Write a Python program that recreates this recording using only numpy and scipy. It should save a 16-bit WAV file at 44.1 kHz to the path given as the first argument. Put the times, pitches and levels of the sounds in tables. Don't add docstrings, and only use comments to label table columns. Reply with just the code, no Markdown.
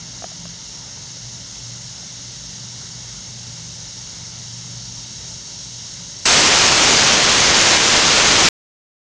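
import sys
import numpy as np
from scipy import signal
from scipy.fft import rfft, irfft, next_fast_len
from scipy.io import wavfile
from scipy.ndimage import uniform_filter1d, minimum_filter1d, map_coordinates

SR = 44100
rng = np.random.default_rng(int(sys.argv[2]) if len(sys.argv) > 2 else 0)


def int16_out(signal):
    q = np.round(np.clip(np.atleast_2d(signal).T, -1, 1) * 32767)
    wavfile.write(sys.argv[1], SR, q.astype(np.int16))


def gain_from_decibels(decibels):
    exponent = np.asarray(decibels, float) / 20
    return 10 ** exponent


N = 405719


def unit(x):
    return x / np.sqrt(np.mean(x ** 2) + 1e-20)


def along(points, hz):
    point_hz, db = np.transpose(points)
    return gain_from_decibels(np.interp(np.log(hz + 1), np.log(point_hz + 1), db))


def rings(modes, hz):
    power = 0
    for center_hz, width_hz, db in modes:
        detune = 2 * (hz - center_hz) / width_hz
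        power = power + gain_from_decibels(2 * db) / (1 + detune ** 2) ** 2
    return np.sqrt(power)


def wobble(rate):
    knots = rng.standard_normal(int(N * rate / SR) + 4)
    return map_coordinates(knots, [np.arange(N) * rate / SR])


def rush(gain, patchy_db, spray_db=0):
    drops = rng.standard_normal(N) * gain_from_decibels(spray_db * wobble(900))
    spectrum = signal.stft(drops, nperseg=512)[2]
    patches = uniform_filter1d(rng.standard_normal(spectrum.shape), 6, 0)
    patches = unit(uniform_filter1d(patches, 12, 1))
    patchy = signal.istft(spectrum * gain_from_decibels(patchy_db * patches), nperseg=512)[1][:N]
    size = next_fast_len(N + 8192)
    colour = gain(np.fft.rfftfreq(size, 1 / SR))
    return unit(irfft(rfft(patchy, size) * colour, size)[:N])


# freq_hz, level_db (per Hz)
SPLASH_SPECTRUM = [(15, -15), (30, -3.5), (60, -6), (150, -2), (1000, -1.5), (3000, -1.5), (5000, -7),
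                   (8000, -31.5), (9000, -120)]
# freq_hz, level_db (per Hz)
ORIFICE_SPECTRUM = [(1000, -120), (2000, -9.5), (4700, -0.5), (6460, 1.5), (6900, -2.5), (7200, -3),
                    (8050, -16), (8400, -120)]


def jet():
    jet_db, open_s, open_rise_s = -11.5, 6.2525, .0013
    spurt_db, settle_s = 1.5, .15
    lag_db, lag_s, pool_db_per_s = -2, 0.027, 0.37
    shrill_db, shrill_s, shrill_hz = -1, .3, (7500, 8600)
    t = np.arange(N) / SR
    since = np.clip(t - open_s, 0, None)
    opening = (t - open_s - .002) / open_rise_s * 2
    valve = 1 / (1 + np.exp(-np.clip(opening, -50, 50)))
    surge_db = .3 * wobble(40) + .15 * wobble(8)

    splash_db = lag_db * np.exp(-since / lag_s) + pool_db_per_s * since - 3.6
    splash = gain_from_decibels(splash_db) * rush(lambda hz: along(SPLASH_SPECTRUM, hz), patchy_db=0.42, spray_db=0.5)

    tear_db = spurt_db * np.exp(-since / settle_s) - 3.9
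    tear = gain_from_decibels(tear_db) * rush(lambda hz: along(ORIFICE_SPECTRUM, hz), patchy_db=0.6, spray_db=1.04)
    shrill = signal.sosfilt(signal.butter(2, shrill_hz, "band", fs=SR, output="sos"), tear)
    tear = tear + gain_from_decibels(shrill_db) * np.exp(-since / shrill_s) * shrill
    return valve * gain_from_decibels(jet_db + surge_db) * (splash + tear)


# freq_hz, level_db (per Hz)
HISS_SPECTRUM = [(1500, -120), (2000, -26.5), (2450, -24), (2750, -13.5), (3900, -10.5), (5000, -7),
                 (5500, -1.5), (5950, -5), (6500, -1.5), (6800, -5), (7050, -12.5), (7350, -12.5),
                 (7600, -29.5), (8000, -120)]
# freq_hz, width_hz, level_db
METAL_MODES = [(2330, 110, -19), (3860, 220, -5), (4380, 90, -6), (4750, 120, -9.5), (5655, 160, -0.5),
               (6280, 140, -4.5)]
# freq_hz, level_db (per Hz)
FRINGE_SPECTRUM = [(7100, -120), (7400, -1), (7700, -2.5), (8000, -11), (8200, -120)]


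def mist():
    mist_db, build_db_per_s = -35.5, 0.18
    metal_start_db, metal_grows_db_per_s = -11.5, 0.54
    fringe_end_db, narrow_db, widen_s = -22.5, -4.5, 1.2
    t = np.arange(N) / SR
    hiss_db = mist_db + build_db_per_s * t
    metal_db = metal_start_db + metal_grows_db_per_s * t
    fringe_db = fringe_end_db + narrow_db * np.exp(-t / widen_s)
    hiss = rush(lambda hz: along(HISS_SPECTRUM, hz), patchy_db=0.6, spray_db=0.5)
    metal = rush(lambda hz: rings(METAL_MODES, hz), patchy_db=0.0, spray_db=2.0)
    fringe = rush(lambda hz: along(FRINGE_SPECTRUM, hz), patchy_db=0.5, spray_db=2.5)
    spray = hiss + gain_from_decibels(metal_db) * metal + gain_from_decibels(fringe_db) * fringe
    return gain_from_decibels(hiss_db + 0.34 * wobble(7)) * spray


# start_s, peak_db, pitch_hz, click_db (re ring)
KNOCKS = [
    (.2222, -29, 740, -0.5),
    (0.2419, -20.5, 742, -4),
    (.3180, -35, 716, -0.5),
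    (.4548, -35, 690, 5),
    (.974, -39, 942, 1),
    (1.168, -41, 578, -5),
    (1.556, -52, 1700, 15),
    (2.028, -42, 778, 0),
]
# pitch_ratio, level_db, t60_s
TAP_MODES = [(1.6, 2, 0.0073), (2.2, -3.5, 0.0088), (3.1, -6, .008), (4.2, -7, .006)]


def knocks():
    out, t = np.zeros(N), np.arange(SR // 10) / SR
    attack = (1 - np.exp(-t / 0.00015)) ** 2
    for start_s, peak_db, pitch_hz, click_db in KNOCKS:
        ring = gain_from_decibels(-60 * t / 0.025) * np.sin(2 * np.pi * pitch_hz * t * (1 - 8 * t))
        click = np.zeros(len(t))
        for ratio, level_db, t60_s in TAP_MODES:
            click += gain_from_decibels(level_db - 60 * t / t60_s) * np.sin(2 * np.pi * ratio * pitch_hz * t)
        tap = gain_from_decibels(peak_db + 3.5) * (ring + gain_from_decibels(click_db) * click) * attack
        out[round(start_s * SR):][:len(t)] -= tap
    return out


def drone(hz, drift_hz):
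    phase = 2 * np.pi * np.cumsum(hz + drift_hz * wobble(9)) / SR
    return np.sqrt(2) * np.sin(phase)


def swells(rows):
    t = np.arange(0, N + 256, 256) / SR
    rise_db = sum(db * np.exp(-np.abs((t - s) / half) ** 3) for s, db, half in rows)
    return np.interp(np.arange(N) / SR, t, rise_db)


# center_s, rise_db, half_length_s
HUM_SWELLS = [(.14, 7, .07), (.42, 7, .06), (.9, 7, 0.15), (1.25, 11, 0.085), (1.75, 10, 0.16),
              (2.2, 6, 0.22), (2.7, 9.5, 0.13), (3.0, 7.5, 0.13), (3.5, 8, 0.37), (4.05, 4, 0.094),
              (4.65, 11.5, 0.42), (5.3, 7, .07), (5.72, 6, .12), (6.0, 4.5, 0.041)]
# center_s, rise_db, half_length_s
FAN_SWELLS = [(.0, 11, 0.11), (.44, 13, 0.16), (1.15, 6, .1), (2.0, 7, .15), (2.48, 12, 0.1),
              (2.92, 10, .07), (3.65, 9.5, .2), (4.3, 8.5, 0.16), (4.62, 10.5, 0.11), (4.95, 6, .1),
              (5.3, 9, .08), (6.04, 11, .07)]
# freq_hz, width_hz, level_db
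ROOM_MODES = [(54, 10, -2.5), (75, 8, -9.5), (94, 9, 0), (113, 13, -3.5), (137, 27, -2), (185.3, 8, 0.5),
              (211.2, 8, -5.5), (233.7, 12, -10.5), (274, 5.8, -6), (572.5, 27, -15.5), (888, 25, -15),
              (952, 34, -16.5)]
# freq_hz, level_db (per Hz)
AIR_SPECTRUM = [(25, -38), (45, 4.5), (200, 0.5), (300, -4), (700, -6), (900, -5.5), (1150, -9.5),
                (1400, -5.5), (1600, -7.5), (2200, -4.5), (2500, -21.5), (2900, -120)]


def workshop():
    flutter_db = 1.2
    hum_db = -50.5 + swells(HUM_SWELLS) + flutter_db * wobble(11)
    fan_db = -55.0 + swells(FAN_SWELLS) + flutter_db * wobble(11)
    hum = gain_from_decibels(hum_db) * drone(hz=119.2, drift_hz=.8)
    fan = gain_from_decibels(fan_db) * drone(hz=167.0, drift_hz=2.5)
    rumble = rush(lambda hz: rings(ROOM_MODES, hz), patchy_db=1)
    air = rush(lambda hz: along(AIR_SPECTRUM, hz), patchy_db=1.0)
    rumble_db = -45.0 + .6 * wobble(3.5)
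    air_db = -46.5 + 0.54 * wobble(3.3)
    return hum + fan + gain_from_decibels(rumble_db) * rumble + gain_from_decibels(air_db) * air


def scene():
    return np.tile(mist() + workshop() + knocks() + jet(), (2, 1))


# freq_hz, level_db
IMAGE_LEAK = [(8000, 0), (8400, -5.5), (8700, -9.5), (9000, -16), (9500, -25), (10000, -40), (10250, -58),
              (10400, -120)]


def converter(x):
    size, fold = 10 * SR, 10 * 8000
    spectrum = rfft(x, size)
    leak = along(IMAGE_LEAK, np.arange(fold, 2 * fold) / 10)
    spectrum[fold:2 * fold] = np.conj(spectrum[fold:0:-1]) * leak
    spectrum[2 * fold:] = 0
    return irfft(spectrum, size)[:N]


def limiter(x):
    gain = np.minimum(1, .95 / (np.abs(x) + 1e-9))
    gain = minimum_filter1d(gain, size=161)
    return uniform_filter1d(uniform_filter1d(gain, size=80), size=80)


def top_cut(x):
    return signal.sosfilt(signal.butter(12, 15720, fs=SR, output="sos"), x)


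# start_s, gain_cut_db, tick_db
OVERLOADS = [
    (6.275, 0, -45.5),
    (6.4, -0.16, -42),
    (6.485, 0.6, -42),
    (7.165, 1.46, -38.5),
    (7.765, 1.5, -40.5),
    (8.4871, 1.5, -22),
]


def record(dry):
    end_s, recover_s = 8.4876, 0.73
    fizz_db, fizz_half_s = -30, .018
    t, cut_db, ticks = np.arange(N) / SR, np.zeros(N), np.zeros(N)
    sounding = t < end_s
    fizz = rng.standard_normal(N)
    for start_s, db, tick_db in OVERLOADS:
        after = np.clip(t - start_s, 0, None)
        cut_db += db * (1 - np.exp(-after / .004)) * np.clip(1 - after / recover_s, 0, 1)
        ticks[round(start_s * SR):][:3] = gain_from_decibels(tick_db + 4) * np.array([1, 1.4, .5])
        smear = np.clip(1 - ((t - start_s) / fizz_half_s) ** 2, 0, 1)
        ticks += gain_from_decibels(min(tick_db, -38) + fizz_db) * smear * sounding * fizz
    x = np.tile(converter(dry[0]), (2, 1)) * gain_from_decibels(-cut_db)
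    return top_cut(x * limiter(x[0]) * sounding + ticks)


dry = scene()
out = record(dry)
int16_out(out)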